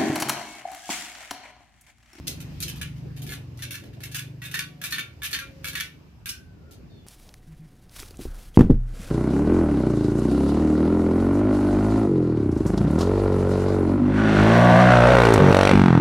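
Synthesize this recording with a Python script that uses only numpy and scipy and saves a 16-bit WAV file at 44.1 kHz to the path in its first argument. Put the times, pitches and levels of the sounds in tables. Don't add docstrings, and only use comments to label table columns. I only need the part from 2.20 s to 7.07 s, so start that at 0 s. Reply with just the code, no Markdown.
import sys
import numpy as np
from scipy import signal
from scipy.fft import rfft, irfft
from scipy.io import wavfile
from scipy.ndimage import uniform_filter1d, map_coordinates

SR = 44100
rng = np.random.default_rng(int(sys.argv[2]) if len(sys.argv) > 2 else 0)


def undo_db(level):
    steps = np.asarray(level, float) / 20
    return 10 ** steps


def to_wav(s):
    ch = np.atleast_2d(s).T
    pcm = np.round(np.clip(ch, -1, 1) * 32767)
    wavfile.write(sys.argv[1], SR, pcm.astype(np.int16))


N = 214612


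def wheel():
    dry = knocks() + skids() + rattles() + pings()
    dry = signal.sosfilt(signal.butter(4, 950, "high", fs=SR, output="sos"), dry[:, :N])
    lag = np.exp(-2j * np.pi * np.fft.rfftfreq(N, 1 / SR) * 6.2e-5)
    dry[0] = irfft(rfft(dry[0]) * lag, N)
    return dry + undo_db(-10) * porch(dry) + slack_spoke()


# t/s, peak level/dB, rim level/dB re peak, loudest rim note f/Hz
KNOCKS = [(0.0954, -26, -37, 1690), (0.2024, -30, -20.5, 1400), (0.425, -12.5, -40, 1605),
          (0.613, -22, -8.5, 1670), (1.422, -18, -18, 1795), (1.542, -23, -12, 1720),
          (1.915, -28.5, -22, 1690), (1.958, -40, -13, 1659), (1.9898, -24, -12.5, 1680),
          (2.3124, -26.5, -17, 1677), (2.3408, -17.5, -3, 1780), (2.3905, -16, -9.5, 1704),
          (2.6378, -23.5, -24, 1700), (2.7235, -15, -6, 1811), (2.7418, -24.5, -1, 1795),
          (2.7825, -20, -2.5, 1784), (3.108, -26, -17, 1740), (3.1296, -13.5, -12.5, 1720),
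          (3.1487, -24, 0, 1820), (3.1879, -23.5, -4.5, 1622), (3.2185, -38, -0.5, 1390),
          (3.5316, -26, -7, 1674), (3.5731, -25.5, -1.5, 1675), (3.6005, -15.5, -8.5, 1787),
          (3.6159, -41, 4, 1660)]


def knocks():
    return contacts(KNOCKS, touching_s=0.0082, treble_db=-1)


# t/s, peak level/dB, rim level/dB re peak, loudest rim note f/Hz
SKIDS = [(0.0698, -14, -36, 1460), (0.4789, -20.5, -26, 1690), (1.0186, -29, -29, 1680),
         (1.065, -30, -20, 1710), (1.1206, -26, -7.5, 1690), (1.3724, -38, -31, 1440),
         (1.731, -45.5, -9.5, 1701), (1.8046, -35, -12, 1722), (1.8341, -25.5, -14, 1864),
         (2.2501, -26, -10, 1690), (2.7051, -20.5, -27, 1680), (3.049, -23, -10, 1740),
         (3.4438, -20.5, -9.5, 1660), (3.4745, -20, -18, 1624), (3.5522, -22.5, -1.5, 1880),
         (4.0913, -17.5, -32.5, 1550), (3.434, -40, -21, 1700)]


def skids():
    return contacts(SKIDS, touching_s=0.016, treble_db=-1.1)


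# t/s, peak level/dB, rim level/dB re peak, loudest rim note f/Hz
RATTLES = [(0.4031, -24.5, -27, 1620), (0.5576, -34, -15, 1700), (0.7642, -45.5, -14, 1750),
           (0.9643, -37, -15, 1720), (1.091, -28.5, -8.5, 1720), (1.39, -36, -7, 1983),
           (1.5067, -25, -15, 1654), (1.6355, -43, -7, 1680), (1.945, -20, -14.5, 1670),
           (2.218, -31.5, -1, 1914), (2.358, -29.5, 5, 1850), (2.615, -28, -4.5, 1655),
           (2.6393, -22.5, -7, 1732), (3.0191, -28.5, -0.5, 1715), (3.033, -21.5, -11, 1670),
           (4.058, -25.5, -9, 1624), (4.5101, -38.5, -42, 1390)]


def rattles():
    return contacts(RATTLES, touching_s=0.028, treble_db=0.3)


def contacts(rows, touching_s, treble_db):
    dry = np.zeros((2, N + SR))
    for s, db, rim_db, note_hz in rows:
        dulling_db = max(0.4 * (db + 25), 0.36 * (-25 - db))
        wires = shimmer(rim_db, treble_db - 9.5 - dulling_db, touching_s)
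        sound = undo_db(db - 12.5) * (wires + undo_db(rim_db + 4) * rim_body(note_hz))
        start = round(s * SR)
        dry[:, start:start + sound.shape[1]] += sound
    return dry


# f/Hz, level/dB
WIRE = [(590, -19), (1000, -25), (1650, -2.5), (1940, -12.5), (2330, -0.5), (4070, -5), (4410, -5),
        (5070, -7), (6110, -3.5), (7440, -8.5), (10800, -2), (14800, -7), (16000, -18)]
# f/Hz, t60/s
WIRE_T60 = [(1000, 0.24), (3000, 0.24), (7000, 0.15), (15000, 0.1)]


def shimmer(rim_db, top_db, touching_s):
    size = SR // 3
    spikes_db = np.minimum(5 * unit(uniform_filter1d(rng.standard_normal(size // 2 + 1), size=20)), 8)
    offset = (np.fft.rfftfreq(size, 1 / SR) - np.transpose(RIM)[0][:, None]) / 35
    spikes = undo_db(spikes_db + 2.14 * np.exp(-offset ** 2).max(axis=0))
    noise = unit(irfft(rfft(rng.standard_normal((3, size))) * spikes, size))
    hz, t, z = signal.stft(noise, SR, nperseg=128)
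    tilt = [0.46 * (rim_db + 18), 0, top_db + 9.5]
    tilt_db = np.interp(np.log(hz + 1), np.log([2000, 5000, 10000]), tilt)
    wire_db = along(WIRE, hz)
    colour = undo_db(wire_db + tilt_db) / np.sqrt(np.mean(undo_db(2 * wire_db)))
    touches = undo_db(6 * uniform_filter1d(rng.standard_normal(len(t)), size=3) * np.exp(-t / 0.05))
    touches = touches * (1 + 0.5 * np.exp(-t / 0.0014))
    decay = undo_db(-60 * np.maximum(t - touching_s, 0) / along(WIRE_T60, hz)[:, None])
    sound = signal.istft(z * colour[:, None] * decay * touches, SR, nperseg=128)[1][:, :size]
    onset = 1 - np.exp(-np.arange(size) / SR / 0.00052)
    return (0.46 * sound[0] + 0.85 * sound[1:]) * onset


# f/Hz, level/dB, t60/s
RIM = [(1132, -8, 5.0), (1496, -4, 0.66), (1390, -4.5, 0.63), (1690, -6, 0.098), (2256, -4.5, 0.31),
       (2417, -36, 0.14), (2720, -10, 0.71), (3070, -45.5, 0.1), (3650, -40, 0.6), (3510, 2.5, 0.15),
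       (3850, -18, 0.19), (3640, -4, 0.24), (3750, -49, 0.3), (4270, -1, 0.15), (4290, -24, 0.45),
       (4500, -39, 0.45), (5350, -12, 0.12), (6200, -14, 0.071), (5390, -32.5, 0.099), (6840, -10, 0.08)]


def rim_body(note_hz):
    t = np.arange(SR // 3) / SR
    hz, db, t60 = np.transpose(RIM)
    modes = ringing(hz * rng.normal(1, 0.00434, len(hz)), np.clip(t60, 0.06, 0.3), t)
    strength = undo_db(db + 3.5 * rng.standard_normal(len(hz))) * rng.normal(1, 0.067, (2, len(hz)))
    note = ringing(np.array([note_hz]), np.array([0.14]), t) * undo_db([[-1.5], [1.5]])
    return 0.32 * strength @ modes + 1.47 * note


# t/s, f/Hz, level/dB
PINGS = [(0.0712, 3600, -37), (0.4803, 3090, -38), (0.614, 2305, -43), (1.0919, 2130, -40),
         (1.0919, 4260, -40), (1.4217, 3500, -43), (1.541, 2616, -38), (1.8347, 2700, -42),
         (1.943, 2663, -37), (2.2194, 2710, -41.5), (2.2504, 3672, -35.5), (2.3416, 4300, -42),
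         (2.3915, 2268, -45), (2.637, 2376, -37), (2.6384, 3530, -32), (2.7228, 4335, -23.5),
         (2.7836, 2300, -28), (2.7836, 3360, -39), (3.13, 2890, -34), (3.1298, 4430, -21.5),
         (3.2187, 2390, -37), (3.4435, 2295, -37), (3.4455, 3360, -34), (3.5528, 2290, -40),
         (3.5528, 4340, -32.5), (3.6007, 2300, -29), (3.6004, 3380, -28.5), (4.058, 2740, -44),
         (4.091, 2920, -38), (4.09, 5430, -26.5)]
# f/Hz, t60/s
PING_T60 = [(2300, 0.23), (2800, 0.28), (3400, 0.15), (5500, 0.11)]


def pings():
    dry, t = np.zeros((2, N + SR)), np.arange(SR // 3) / SR
    for s, hz, db in PINGS:
        note = ringing(np.array([hz]), along(PING_T60, np.array([hz])), t)
        start = round(s * SR)
        dry[:, start:start + len(t)] += undo_db(db - 3) * rng.normal(1, 0.13, (2, 1)) @ note
    return dry


def ringing(hz, t60, t):
    drift = np.cumsum(rng.standard_normal((len(hz), len(t))), axis=1) * 0.011
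    sines = np.sin(2 * np.pi * hz[:, None] * t + drift)
    return sines * undo_db(-60 * t / t60[:, None]) * (1 - np.exp(-t / 0.0002))


# t/s, f/Hz, level/dB
SLACK = [
    (4.1, 1540, -46),
    (4.2, 1535, -59.5),
    (4.33, 1527, -70.5),
    (4.4, 1390, -72),
    (4.47, 1405, -65),
    (4.56, 1360, -64),
]


def slack_spoke():
    return faint_tone(SLACK, rough=1.3, pan_db=1.0)


# f/Hz, t60/s
PORCH = [(500, 0.26), (2000, 0.29), (6000, 0.26), (15000, 0.25)]


def wall_answer(x):
    hz, t, z = signal.stft(rng.standard_normal((2, SR // 2)), SR, nperseg=256)
    tail = signal.istft(z * undo_db(-60 * t / along(PORCH, hz)[:, None]), SR, nperseg=256)[1]
    tail = np.pad(tail, ((0, 0), (round(0.004 * SR), 0)))
    return signal.fftconvolve(x, tail / np.linalg.norm(tail[0]), axes=1)


def porch(dry):
    size = SR // 4
    wet = np.zeros((2, N + SR))
    for start in range(0, N, size):
        answer = wall_answer(dry[:, start:start + size])
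        wet[:, start:start + answer.shape[1]] += answer
    return wet[:, :N]


# t/s, firing f/Hz, level/dB, centre f/Hz of the street's boom
ENGINE = [(0, 24.64, -47.5, 149), (.2, 23.47, -44, 153), (.45, 24.36, -41.5, 148), (.7, 24.13, -41.5, 147),
          (.95, 24.28, -39.5, 138), (1.2, 24.3, -42, 132), (1.45, 24.4, -44, 128.9),
          (1.62, 24.31, -54.5, 126), (1.78, 24.4, -48, 122.9), (2.0, 24.4, -44, 133),
          (2.25, 24.18, -41.5, 137), (2.5, 24.51, -48, 150), (2.75, 24.45, -54, 147),
          (2.9, 24.33, -54, 124), (3.2, 24.44, -59.5, 148), (3.42, 24.85, -49, 148),
          (3.7, 25.13, -57.5, 152), (4.1, 25.2, -60, 152)]
# order, heard through the boom 1 or directly 0, level/dB
ORDER = [(3, 1, -5), (4, 1, 5), (5, 1, 1.5), (6, 1, -1), (7, 1, -1), (8, 1, -1.5), (9, 0, -15), (10, 0, -3),
         (11, 0, 0.5), (12, 0, 0), (13, 0, -30), (14, 0, -3)]


def engine():
    hz, level_db, boom_hz = curves(ENGINE)
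    s = np.arange(N) / SR
    turn = 2 * np.pi * np.cumsum(hz) / SR
    firing_hz, boom_width_hz, off_boom_db = 23.97, 24.5, -20
    total = np.zeros(N)
    for order, through_boom, db in ORDER:
        if through_boom > 0.5:
            offset = (order * firing_hz - boom_hz) / boom_width_hz
            course_db = level_db + np.maximum(-6 * offset ** 2, off_boom_db)
        else:
            course_db = -56 - 3 * s + 2.0 * wobble(3.44)
        gain = undo_db(course_db + db + 1.45 * wobble(3.51))
        total += gain * np.sin(round(order) * turn + 0.5 * order * order + 0.2 * wobble(3))
    fade = np.clip((ENGINE[-1][0] - s) / 0.37, 0, 1)
    return np.sqrt(2) * fade * total * undo_db([[0.2], [-0.2]])


# t/s, rumble level/dB
TRAFFIC = [(0, -45), (.5, -43), (1.1, -43), (1.3, -49), (2.4, -57), (3.5, -49.5), (3.7, -55.5),
           (3.95, -53.5), (4.02, -48.5), (4.19, -51), (4.3, -49.5), (4.65, -48.5), (4.76, -49), (4.87, -50)]
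# f/Hz, level/dB
RUMBLE = [(13, -66), (22, -28), (32, -20), (49, -6.5), (69, 2), (238, -12), (269, -18), (300, -26),
          (390, -41), (660, -120)]
# f/Hz, level/dB
HUM = [(88, -36), (150, -1.5), (237, -2), (268, -2), (308, -1), (368, -3.5), (1400, -24.5), (1820, -23),
       (3080, -120)]


def road():
    s = np.arange(N) / SR
    traffic_db, = curves(TRAFFIC)
    rumble = undo_db(traffic_db + 2.5) * rush(RUMBLE, patchy_db=0.75)
    hum_db = -50 - 1.56 * s + 0.19 * (traffic_db - traffic_db.mean())
    hum_db = hum_db + 5 * np.exp(-((s - 4.6) / 0.24) ** 2)
    hum = undo_db(hum_db + 1.1 * wobble(7.19)) * rush(HUM, patchy_db=3.5)
    return rumble + hum


# start t/s, length t/s, f/Hz, level/dB
DOVES = [
    (0.964, 0.23, 738, -62.5),
    (1.406, .19, 571, -61),
    (2.494, 0.26, 730, -64),
    (2.55, .16, 570, -62),
    (3.203, 0.38, 544, -55.5),
]


def doves():
    return sum(faint_tone(swell(*row, sag=0.035), rough=0.59, pan_db=1.0) for row in DOVES)


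# start t/s, length t/s, f/Hz, level/dB
CHIRPS = [
    (4.69, .19, 3700, -64.5),
    (4.69, .14, 4500, -69),
    (4.83, .08, 2896, -71.5),
]


def chirps():
    return sum(faint_tone(swell(*row, sag=0.45), rough=2.1, pan_db=0.7) for row in CHIRPS)


def swell(s, length, hz, db, sag):
    shape = ((0, 3), (0.64, 0), (1, 13))  # (share of the note, dB below its peak)
    return [(s + u * length, hz * (1 - sag * u * length), db - below) for u, below in shape]


def faint_tone(rows, rough, pan_db):
    hz, db = curves(rows)
    s = np.arange(N) / SR
    gate = np.clip(np.minimum(s - rows[0][0], rows[-1][0] - s) / 0.019, 0, 1)
    smear = rough * np.array([wobble(120), wobble(120)])
    tone = np.sin(2 * np.pi * np.cumsum(hz) / SR + smear)
    return np.sqrt(2) * gate * undo_db(db + 0.73 * wobble(28.0)) * tone * undo_db([[pan_db], [-pan_db]])


# t/s, level/dB
BREEZE = [
    (0, -58),
    (.35, -54.5),
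    (.9, -61),
    (2.17, -63),
    (2.98, -63),
    (3.38, -60),
    (4.0, -66),
    (4.35, -67),
    (4.87, -64.5),
]
# f/Hz, level/dB
AIR = [(530, -19), (900, -0.5), (1410, -4.5), (1550, -3), (2690, -0.5), (3470, -7), (4980, -5.5),
       (10000, -20.5), (13800, -13.5), (16000, -26.5)]


def breeze():
    return undo_db(curves(BREEZE)[0]) * rush(AIR, patchy_db=1.1)


# f/Hz, likeness 0..1
ALIKE = [(60, 0.96), (150, 0.88), (300, 0.37), (600, 0.45), (1500, 0.022), (8000, 0.044)]


def rush(spectrum, patchy_db):
    z = signal.stft(rng.standard_normal((2, N + 1024)), nperseg=512)[2]
    field = uniform_filter1d(rng.standard_normal(z.shape[1:]), size=6, axis=0)
    field = uniform_filter1d(field, size=14, axis=1)
    pair = signal.istft(z * undo_db(patchy_db * unit(field)), nperseg=512)[1][:, :N]
    hz = np.fft.rfftfreq(N, 1 / SR)
    turn = np.arccos(np.clip(along(ALIKE, hz), -1, 1)) / 2
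    mid, side = irfft(rfft(pair) * undo_db(along(spectrum, hz)) * [np.cos(turn), np.sin(turn)], N)
    return unit(np.array([mid + side, mid - side]))


def unit(x):
    return x / np.sqrt(np.mean(x ** 2) + 1e-20)


def along(points, hz):
    f, v = np.transpose(points)
    return np.interp(np.log(hz + 1), np.log(f + 1), v)


def curves(rows):
    s, *cols = np.transpose(rows)
    return [np.interp(np.arange(N) / SR, s, c) for c in cols]


def wobble(rate):
    return map_coordinates(rng.standard_normal(int(N * rate / SR) + 4), [np.arange(N) * rate / SR])


def scene():
    return wheel() + engine() + road() + doves() + chirps() + breeze()


def low_pass(x):
    return signal.sosfilt(signal.butter(12, 16500, fs=SR, output="sos"), x)


def record(dry):
    edge = np.clip((16250 - np.fft.rfftfreq(N, 1 / SR)) / 900, 0, 1) ** 2
    mix = irfft(rfft(dry) * edge, N)
    return low_pass(mix)


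dry = scene()
out = record(dry)
to_wav(out)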